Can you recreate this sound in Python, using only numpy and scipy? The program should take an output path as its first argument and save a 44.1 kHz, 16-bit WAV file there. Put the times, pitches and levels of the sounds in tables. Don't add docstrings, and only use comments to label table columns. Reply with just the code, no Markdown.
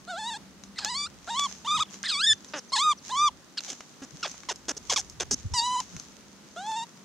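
import sys
import numpy as np
from scipy import signal
from scipy.fft import rfft, irfft, next_fast_len
from scipy.io import wavfile
from scipy.ndimage import uniform_filter1d

SR = 44100
rng = np.random.default_rng(int(sys.argv[2]) if len(sys.argv) > 2 else 0)


def persist_wave(psi):
    counts = np.round(np.clip(psi, -1, 1) * 32767).astype(np.int16)
    wavfile.write(sys.argv[1], SR, np.atleast_2d(counts).T)


N = 310483
TIME_S, BINS_HZ = np.arange(N) / SR, np.fft.rfftfreq(N, 1 / SR)
BAND_LIMIT_HZ = 15850


def amp(db):
    return 10 ** (np.asarray(db) / 20)


def unit(x):
    return x / np.sqrt(np.mean(abs(x) ** 2) + 1e-20)


def read(points, hz):
    f, value = np.transpose(points)
    return np.interp(np.log(hz + 1), np.log(f + 1), value)


def add(mix, start_s, sound):
    part = mix[..., max(round(start_s * SR), 0):][..., :sound.shape[-1]]
    part += sound[..., :part.shape[-1]]


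def wander(size, hz):
    f = np.fft.fftfreq(next_fast_len(size + 4000), 1 / SR)
    return unit(np.fft.ifft(np.exp(-.5 * (f / hz) ** 2 + 2j * np.pi * rng.random(len(f)))))[:size]


def ring(x, spectrum_db):
    cepstrum = irfft(read(spectrum_db, np.fft.rfftfreq(2048, 1 / SR)) * np.log(10) / 20)
    cepstrum[1:1024] *= 2
    cepstrum[1025:] = 0
    return signal.oaconvolve(x, irfft(np.exp(rfft(cepstrum))))[:len(x)]


def fade(size, edge_s):
    i = np.arange(size)
    return np.sin(np.pi / 2 * np.minimum(np.minimum(i, i[::-1]) / (edge_s * SR), 1))


# frequency in Hz, left-right coherence 0-1.
COHERENCE = [(60, 0.17), (250, 0.76), (600, 0.65), (5000, 0.057), (12000, 0.075)]


def diffuse(noises, spectrum_db):
    left, other = (unit(ring(noise, spectrum_db)) for noise in noises)
    same = read(COHERENCE, BINS_HZ)
    return np.array([left, irfft(same * rfft(left) + np.sqrt(1 - same ** 2) * rfft(other), N)])


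# frequency in Hz, gain in dB.
AIR_SPECTRUM_DB = [(20, -29), (60, -35), (110, -10), (170, 1), (260, -0.5), (400, -6), (700, -11.5),
                   (1200, -11), (2500, -17), (5000, -17), (8000, -23), (16000, -36.5)]


def air(level_db=-53.32, drift_db=1.1):
    noise = diffuse(rng.standard_normal((2, N)), AIR_SPECTRUM_DB)
    return noise * amp(level_db + drift_db * wander(N, 4.6).real)


# time in seconds, level in dB.
RUMBLE_LEVEL_DB = [(0, -65), (1.1, -58.5), (2.3, -67), (2.7, -72), (3.35, -57.5), (3.6, -84), (4.3, -65.5),
                   (5.3, -50.5), (5.7, -59.5), (7.04, -76)]


def rumble():
    spectrum_db = [(20, -32), (38, -18), (60, -4.5), (90, -8), (140, -10.5), (400, -59), (2000, -73)]
    noise = diffuse(rng.standard_normal((2, N)), spectrum_db)
    return noise * amp(np.interp(TIME_S, *np.transpose(RUMBLE_LEVEL_DB)))


# time in seconds, level in dB.
HUM_LEVEL_DB = [(0, -56), (1.6, -57), (2.4, -61.5), (4.0, -77), (5.6, -64.5), (7.04, -57.5)]


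def hum(pitch_hz=197.4, waver_hz=9):
    tone = (1 + 1.12 * wander(N, waver_hz)) * np.exp(2j * np.pi * pitch_hz * TIME_S)
    return amp(np.interp(TIME_S, *np.transpose(HUM_LEVEL_DB))) * tone.real


# start in seconds, length in seconds, centre in Hz, level in dB.
BUMPS = [(1.72, .12, 152, -50), (2.26, 0.11, 90, -51.5), (4.117, .06, 170, -49), (5.301, 0.063, 220, -41),
         (5.438, 0.051, 81, -33), (5.498, 0.063, 88.5, -37), (5.914, 0.085, 140, -46)]


def bumps(right_lead_rad=1.1):
    out = np.zeros((2, N))
    for start_s, length_s, hz, db in BUMPS:
        size = round(length_s * SR)
        phase = 2 * np.pi * np.cumsum(hz * (1 + 0.39 * wander(size, 81).real)) / SR
        sway = np.sin([phase, phase + right_lead_rad])
        add(out, start_s, amp(db) * unit(sway * np.hanning(size)))
    return out


# start in seconds, length in seconds, top pitch in Hz, relative level in dB.
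CHIRPS = [(1.839, 0.028, 3560, -53), (1.882, 0.022, 3400, -54), (2.372, 0.017, 6480, -53),
          (2.477, 0.022, 6400, -48.5), (2.58, 0.025, 6600, -45), (2.685, 0.028, 6300, -49),
          (2.969, 0.031, 6090, -49)]


def bird(drop=0.46, gain_db=2.5):
    out = np.zeros(N)
    for start_s, length_s, top_hz, db in CHIRPS:
        u = np.linspace(0, 1, round(length_s * SR))
        hz = top_hz * (1 - drop * ((u - .25) / 0.72) ** 2)
        whistle = np.sin(2 * np.pi * np.cumsum(hz) / SR)
        add(out, start_s, amp(db + gain_db) * np.sin(np.pi * u) * whistle)
    return out


# frequency in Hz, gain in dB.
STRAW_SPECTRUM_DB = [(300, -11.5), (1000, -3), (2000, -3), (3500, -1), (5000, 1.5), (6300, 9.5), (7200, 2),
                     (8500, -12.5), (11000, -17.5), (16000, -31)]
# peak time in seconds, relative level in dB, rise and fall in seconds.
SHIFTS = [(1.3, -39, 0.034, .05), (1.49, -33.5, 0.052, 0.08), (1.939, -35, 0.019, 0.037),
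          (2.5, -46.5, 0.089, 0.18), (3.06, -35, 0.016, 0.068), (3.65, -33.5, 0.022, 0.1),
          (4.3, -36.5, 0.098, 0.095), (4.93, -33.5, 0.046, 0.067), (5.385, -41, 0.025, 0.029),
          (5.99, -42.5, 0.43, 0.097), (6.55, -52, 0.14, 0.53)]


def rustle(slips_per_s=450, spread_db=6, gain_db=-8.5, still_db=-63):
    slipping = rng.random((2, N)) < slips_per_s / SR
    slips = slipping * amp(spread_db * np.minimum(rng.exponential(1, (2, N)), 4))
    fizz = diffuse(rng.standard_normal((2, N)) * (0.47 + slips), STRAW_SPECTRUM_DB)
    motion = sum(amp(db) * np.exp(-np.maximum((peak_s - TIME_S) / rise_s, (TIME_S - peak_s) / fall_s))
                 for peak_s, db, rise_s, fall_s in SHIFTS)
    return fizz * (amp(still_db) + amp(gain_db) * motion)


# start in seconds, relative level in dB, relative body below 5 kHz in dB.
SNAPS = [(0.6369, -37, -8), (0.8475, -18.5, -9), (1.3946, -21, -5), (1.3963, -26.5, -9), (1.438, -31, -8),
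         (1.513, -41, 9), (1.9421, -36.5, -6), (2.03, -28, -14), (2.4461, -39, -7), (3.0811, -35, -8),
         (3.6058, -32, -8), (3.8066, -34, 1), (4.2797, -34, -13), (4.3148, -34, -12), (4.3426, -41.5, 15),
         (4.4339, -40, 10), (4.559, -36.5, -19), (5.098, -36, -33), (5.8019, -24, -9.5), (5.9654, -34, -5),
         (5.9982, -31, -12), (6.717, -36, -1)]


def snaps(decay_s=0.0017, tail_db=-22, tail_s=0.053, gain_db=4):
    out, t = np.zeros((2, N)), np.arange(1800) / SR
    hz, straw_db = np.transpose(STRAW_SPECTRUM_DB)
    envelope = np.exp(-t / decay_s) + amp(tail_db) * np.exp(-t / tail_s)
    for start_s, db, body_db in SNAPS:
        colour_db = straw_db + (body_db + 8.5) * np.clip(np.log2(5000 / hz), 0, 1)
        mid, side = rng.standard_normal((2, len(t))) * envelope
        crack = np.array([ring(mid + width * side, np.c_[hz, colour_db]) for width in (-.4, .4)])
        add(out, start_s, amp(db + gain_db) * crack / np.sqrt(np.sum(crack ** 2) / (0.0014 * SR)))
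    return out


def bank_echo(x, t60_s=0.19, level_db=-29):
    t = np.arange(8000) / SR
    taps = rng.standard_normal((2, len(t))) * amp(-60 * t / t60_s) * (t > .002)
    return amp(level_db) * signal.oaconvolve(x, taps / np.linalg.norm(taps[0]), axes=1)[:, :N]


# frequency in Hz, gain in dB.
SCATTER_DB = [(1000, -42.5), (2500, -14), (4000, -18.5), (6300, -9), (9000, -13), (12000, -17)]


def stalk_scatter(x, t60_s=0.013):
    t = np.arange(900) / SR
    taps = rng.standard_normal(len(t)) * amp(-60 * t / t60_s)
    side = ring(signal.oaconvolve(x.mean(0), taps / np.linalg.norm(taps))[:N], SCATTER_DB)
    return np.array([side, -side])


# start in seconds, length in seconds, centre in Hz, relative level in dB.
WHEEZES = [(2.04, 0.058, 3800, -42), (2.084, 0.03, 4120, -29.5), (2.334, 0.012, 6240, -38.5),
           (5.57, 0.051, 4710, -32)]


def wheeze(start_s, length_s, hz, db, width_hz=260):
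    t = np.arange(round(length_s * SR)) / SR
    band = (wander(len(t), width_hz) * np.exp(2j * np.pi * hz * t)).real
    return start_s, amp(db) * unit(band * np.hanning(len(t)))


# frequency in Hz, gain in dB.
CHEST_SPECTRUM_DB = [(100, -65.5), (220, -8), (320, 11.5), (550, 9.5), (1100, 3.5), (1600, 8), (2200, -2),
                     (3000, 2), (6000, -70)]
RASP_SPECTRUM_DB = [(1300, -91.5), (2200, 2.5), (2600, -4.5), (3400, 5.5), (4100, -5), (4800, 0.5),
                    (5600, 3), (12000, -67)]
HISS_SPECTRUM_DB = [(2500, -29), (4600, -10.5), (5400, 0.5), (6200, 4.5), (7000, -3.5), (7900, -11.5),
                    (9500, -21.5), (11500, -31), (16000, -45)]
# start and length in seconds, first and last pulse rate in Hz, lateness of the fall,
# relative chest, rasp and hiss levels in dB, fade in dB, hiss peak position 0-1, fundamental weight.
GRUNTS = [(2.534, 0.064, 329, 261.4, 0.67, -32, -37, -33, 16, .85, 0.18),
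          (3.678, 0.059, 799, 256.6, .75, -51, -41.5, -29.5, -7, .5, 1),
          (4.018, .036, 298.6, 241, 0.98, -40, -52, -37.5, 9, 0.87, 2.2),
          (4.228, 0.053, 1432, 272, 1.25, -30.5, -24.5, -29, 15.5, 0.02, 0.28),
          (4.487, 0.043, 1033, 265, 1.48, -29, -24.5, -23.5, 18, 0.16, 0.27),
          (4.682, 0.039, 349.6, 281, 1.15, -34, -35, -21.5, 4, 0.3, 0.85),
          (4.765, 0.019, 440, 325, 2.4, -43.5, -45, -25, 16, 0.15, 1.7),
          (4.896, .051, 1075, 262.6, 1.5, -29.5, -20.5, -16, 12, 0.14, 0.5),
          (4.96, .051, 1226, 690, .8, -29.5, -20.5, -17, 30, .15, 0.5),
          (5.197, 0.039, 442, 268, 1.48, -34.5, -30.5, -22.5, 2.5, 0.3, 0.079),
          (5.309, 0.039, 404, 258, 1.11, -37.5, -62, -15, 8, 0.46, 1.1)]


def grunt(start_s, length_s, first_hz, last_hz, lateness, chest_db, rasp_db, hiss_db, fade_db,
          hiss_peak, fundamental, jitter=0.17, shimmer_db=5.5, puff_cycles=0.71, break_hz=500):
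    size = round(length_s * SR)
    u = np.linspace(0, 1, size)
    hz = first_hz * (last_hz / first_hz) ** (np.sin(np.pi / 2 * u ** lateness) ** 2)
    chaos = np.clip(1.1 - 0.7 * abs(np.log2(hz / break_hz)), .3, 1)
    cycles = np.cumsum(hz * (1 + jitter * chaos * wander(size, 250).real)) / SR + 1
    strength = amp(shimmer_db * chaos * rng.standard_normal(200)[cycles.astype(int)])
    from_closure = (cycles - np.round(cycles)) * SR / hz
    pulses = np.sinc(from_closure) * (abs(from_closure) < 8) * strength * np.sqrt(SR / hz)
    puffs = unit(strength * (0.42 + np.exp(-(cycles % 1) / puff_cycles)) * rng.standard_normal(size))
    flow = fundamental * np.sqrt(2) * np.cos(2 * np.pi * cycles)
    chest = unit(unit(ring(pulses + .33 * chaos * puffs, CHEST_SPECTRUM_DB)) + flow)
    chest *= amp(chest_db + 2 - fade_db * u ** 1.86)
    rasp = unit(ring(pulses + 1.44 * chaos * puffs, RASP_SPECTRUM_DB))
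    rasp *= amp(rasp_db - (fade_db + 11.5) * u ** 1.73)
    hiss = unit(ring(0.3 * pulses + puffs, HISS_SPECTRUM_DB))
    hiss *= amp(hiss_db - 4.5 - 12.5 * abs(u - hiss_peak))
    hiss *= np.minimum((1 - u) * length_s / 0.0038, 1)
    return start_s, (chest + rasp + hiss) * fade(size, 0.0027)


# frequency in Hz, gain in dB.
THROAT_SPECTRUM_DB = [(600, -3), (1000, 5), (1400, 9), (1900, -14.5), (2600, -12.5), (3500, 0.5),
                      (4300, -11.5), (5100, -15.5), (6100, -12.5), (7200, -12.5), (8600, -24),
                      (11000, -38.5), (15000, -70)]


def throat(hz, tuning, reach_oct, ring_db, tilt_db, mouth_hz=4440, ring_hz=3540, ring_oct=0.083):
    orders = np.arange(2, 20)[:, None]
    overtone_hz = orders * hz
    shift = tuning ** np.exp(-(np.log2(overtone_hz / mouth_hz) / reach_oct) ** 2)
    mouth_db = ring_db * np.exp(-(np.log2(overtone_hz / shift / ring_hz) / ring_oct) ** 2)
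    gains = amp(read(THROAT_SPECTRUM_DB, overtone_hz / shift) + mouth_db + tilt_db * np.log2(orders))
    gains *= overtone_hz < BAND_LIMIT_HZ
    return gains / np.linalg.norm(gains, axis=0)


def vocal_folds(hz, gains, rough, smear=0.32, shimmer=0.13, breath=0.025, flutter=0.037, creak=0.69):
    size, phase = len(hz), 2 * np.pi * np.cumsum(hz) / SR
    out = np.zeros(size)
    for k, gain in enumerate(gains, 1):
        chaos = np.clip(rough ** 1.08 * (k / 3) ** .5 + breath * (k - 1), 0, 1)
        line = np.sqrt(1 - chaos ** 2) * (1 + (shimmer + flutter * k) * wander(size, 35))
        band = chaos * wander(size, smear * hz.mean())
        out += gain * ((line + band) * np.exp(1j * k * (phase - k / 4))).real
    return out * (1 + creak * rough ** 2 * np.cos(0.3 * phase))


# time in seconds, pitch in Hz, relative fundamental and overtone levels in dB.
WAVERING_COO = [(0.077, 679, -44.5, -45), (0.103, 755, -40, -35.5), (0.141, 666, -37.5, -39.5),
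                (0.157, 672, -40, -38.5), (0.197, 886, -37.5, -40.5), (0.229, 856, -35, -39.5),
                (0.293, 978, -36, -34.5), (0.309, 885, -39.5, -38.5), (0.329, 910, -36.5, -38),
                (0.349, 805, -40, -37), (0.372, 930, -42, -42)]
YELP = [(0.76, 1960, -53, -52), (0.78, 2042, -44, -46), (0.789, 1435, -36.5, -27), (0.803, 926, -50, -42),
        (0.845, 770, -47, -40)]
RISING_COO = [(0.856, 833, -40, -34), (0.878, 860, -38.5, -33.5), (0.906, 1017, -36.5, -33),
              (0.932, 953, -38.5, -34.5), (0.952, 1057, -35.5, -31.5), (0.976, 1151, -39, -31),
              (1.048, 1174, -43, -32), (1.06, 1220, -41, -36), (1.072, 1480, -40.5, -41)]
ARCHED_COO = [(1.276, 685, -45, -38), (1.282, 681, -41, -37.5), (1.308, 931, -34.5, -36),
              (1.338, 922, -33, -39), (1.386, 1154, -30, -29.5), (1.454, 1137, -28, -29.5),
              (1.468, 1044, -31.5, -39.5)]
QUIVERING_CRY = [(1.648, 877, -41, -41), (1.656, 910, -37.5, -43.5), (1.68, 1178, -30.5, -31.5),
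                 (1.69, 1161, -29, -28), (1.756, 1247, -23.5, -30), (1.768, 1250, -29, -28),
                 (1.788, 864, -34.5, -32.5), (1.808, 1285, -26, -26.5), (1.818, 1272, -24.5, -35),
                 (1.826, 1168, -28, -22), (1.833, 1090, -35, -32.5)]
SCREAM = [(2.038, 1466, -35, -40), (2.062, 2050, -37, -30.5), (2.076, 1820, -34, -37),
          (2.084, 1684, -44, -33), (2.1, 1624, -41, -28), (2.12, 1268, -41, -28.5),
          (2.154, 1103, -37.5, -27.5), (2.188, 1198, -35, -33), (2.21, 1370, -32.5, -22.5),
          (2.228, 1610, -31, -30), (2.246, 1735, -32, -19.5), (2.256, 1622, -33, -26),
          (2.272, 1837, -31, -20), (2.318, 1708, -29.5, -17), (2.331, 1795, -29.5, -21)]
CRACKED_CRY = [(2.722, 975, -36.5, -39), (2.736, 1095, -28.5, -23.5), (2.75, 1107, -27.5, -31.5),
               (2.768, 825, -35.5, -21), (2.776, 840, -33, -26.5), (2.79, 1018, -29, -25),
               (2.838, 1249, -25, -27.5), (2.878, 1230, -20.5, -34), (2.918, 1180, -22, -27.5),
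               (2.93, 1048, -30.5, -35)]
ARCHED_CRY = [(3.097, 777, -42.5, -41), (3.125, 1035, -30.5, -39), (3.145, 997, -28.5, -37),
              (3.175, 1144, -26, -29), (3.235, 1209, -19, -29.5), (3.273, 1175, -20, -29),
              (3.283, 1113, -24, -25.5), (3.293, 940, -35, -49)]
SQUEAK = [(3.575, 1690, -42, -32.5), (3.583, 1503, -42, -27.5), (3.592, 1350, -52, -30)]
HOARSE_COO = [(5.539, 946, -35, -27.5), (5.545, 1013, -33, -31.5), (5.595, 910, -29.5, -24),
              (5.609, 916, -30.5, -31), (5.665, 1000, -28.5, -32.5), (5.691, 991, -28.5, -35.5),
              (5.751, 1014, -28.5, -36.5), (5.765, 971, -28.5, -38), (5.793, 1021, -28.5, -35.5),
              (5.803, 1027, -30, -41), (5.808, 967, -29.5, -38)]
LAST_COO = [(6.563, 636, -41.5, -44), (6.577, 695, -39.5, -39.5), (6.639, 820, -39.5, -48),
            (6.695, 897, -30, -41), (6.753, 863, -33, -40.5), (6.771, 926, -32, -37.5),
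            (6.811, 897, -33, -40.5), (6.837, 955, -33, -39), (6.847, 940, -48, -58)]
# course, first and settled throat tuning factor, settling time in seconds, mouth reach
# in octaves, mouth ring in dB, tilt in dB per octave, roughness 0-1, quiver as a share of the pitch.
CRIES = [(WAVERING_COO, 1.1, 1.086, 0.061, 1.65, 0.27, 0.44, 0.025, 0),
         (YELP, 1.32, 1.32, .05, 0.59, 1.3, -0.38, 0.54, 0),
         (RISING_COO, 1.11, 1.285, 0.033, 0.91, 1.3, -1.9, .06, 0),
         (ARCHED_COO, 1.1, 0.97, 0.06, 1.7, 0.68, 0.67, 0.042, 0),
         (QUIVERING_CRY, 0.94, 0.984, .08, 0.59, 3.1, 1.1, 0.08, 0.021),
         (SCREAM, 1.238, 1.133, .3, 1.8, 1, -6, 0.045, 0),
         (CRACKED_CRY, 1.31, 0.78, 0.14, 0.82, -0.96, 1, 0.045, 0),
         (ARCHED_CRY, 1.12, 0.91, 0.032, 4.1, 1.1, 2.9, 0.021, 0),
         (SQUEAK, 1.28, 1.2, 0.011, 0.73, 0, -6.5, 0.27, 0),
         (HOARSE_COO, 2.36, 0.95, 0.045, 0.48, 1.7, 2.8, 0.048, 0),
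         (LAST_COO, 1, 1, .1, 0.92, -2.5, 1.3, .06, 0)]
# centre in seconds, half length in seconds, added roughness 0-1.
CRACKS = [(0.318, 0.024, 0.02), (0.807, 0.014, 0.4), (1.3, 0.032, 0.17), (1.794, 0.013, 0.27),
          (2.056, 0.025, 0.59), (2.101, 0.028, 0.53), (2.774, 0.023, 0.22), (5.6, .024, 0.05)]


def cry(course, first_tuning, last_tuning, settle_s, reach_oct, ring_db, tilt_db, rough, quiver,
        attack_s=.004, release_s=.006, glide_s=0.0041, quiver_hz=28.15, scoop_oct=0.098, sag_oct=0.42):
    times_s, *columns = np.transpose(course)
    first_s, last_s = times_s.min(), times_s.max()
    t = np.arange(first_s - attack_s, last_s + release_s, 1 / SR)
    hz, tone_db, overtones_db = (np.interp(t, times_s, column) for column in columns)
    size, age_s = len(t), np.maximum(t - first_s, 0)
    before, after = np.maximum(first_s - t, 0) / attack_s, np.maximum(t - last_s, 0) / release_s
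    cracks = sum(depth * np.exp(-((t - centre_s) / half_s) ** 2) for centre_s, half_s, depth in CRACKS)
    edges = 0.69 * (np.exp(-age_s / 0.0059) + after)
    rough = np.clip(rough + cracks + edges, 0, .95)
    tuning = last_tuning + (first_tuning - last_tuning) * np.exp(-age_s / settle_s)
    tuning *= 1 + 0.021 * wander(size, 19).real
    hz = uniform_filter1d(hz, round(glide_s * SR))
    hz *= 1 + quiver * np.cos(2 * np.pi * quiver_hz * age_s)
    hz *= 2 ** (-scoop_oct * before - sag_oct * after)
    hz *= 1 + 0.0057 * wander(size, 104).real + 0.08 * rough ** 2 * wander(size, 140).real
    overtones = amp(overtones_db) * throat(hz, tuning, reach_oct, ring_db, tilt_db)
    envelope = np.sqrt(2) * amp(1.35 - 18.5 * (before + after)) * fade(size, 0.0017)
    return t[0], envelope * vocal_folds(hz, [amp(tone_db), *overtones], rough)


# frequency in Hz, left minus right in dB.
BALANCE_DB = [(60, 5), (150, -5), (380, 0), (950, -0.5), (2380, -0.5), (5980, -2.0), (15000, -2.0)]
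# frequency in Hz, left lead in radians.
LEFT_LEAD_RAD = [(0, 0), (4480, -0.46), (6370, -0.95), (7150, -0.23), (11400, 0.4), (16000, -0.1)]


def monkey(gain_db=-2):
    voice = np.zeros(N)
    for source, rows in (cry, CRIES), (grunt, GRUNTS), (wheeze, WHEEZES):
        for row in rows:
            add(voice, *source(*row))
    lean = amp(read(BALANCE_DB, BINS_HZ) / 2)
    turn = np.exp(.5j * read(LEFT_LEAD_RAD, BINS_HZ))
    return amp(gain_db) * irfft(rfft(voice) * np.array([lean * turn, turn / lean]), N)


def scene():
    near = monkey() + snaps()
    echoes = stalk_scatter(near) + bank_echo(near)
    return near + echoes + rustle() + bird() + air() + rumble() + hum() + bumps()


def record(dry):
    lowpass = signal.firwin(511, BAND_LIMIT_HZ, window=("kaiser", 9), fs=SR)
    return signal.oaconvolve(dry, lowpass[None], "same")


dry = scene()
out = record(dry)
persist_wave(out)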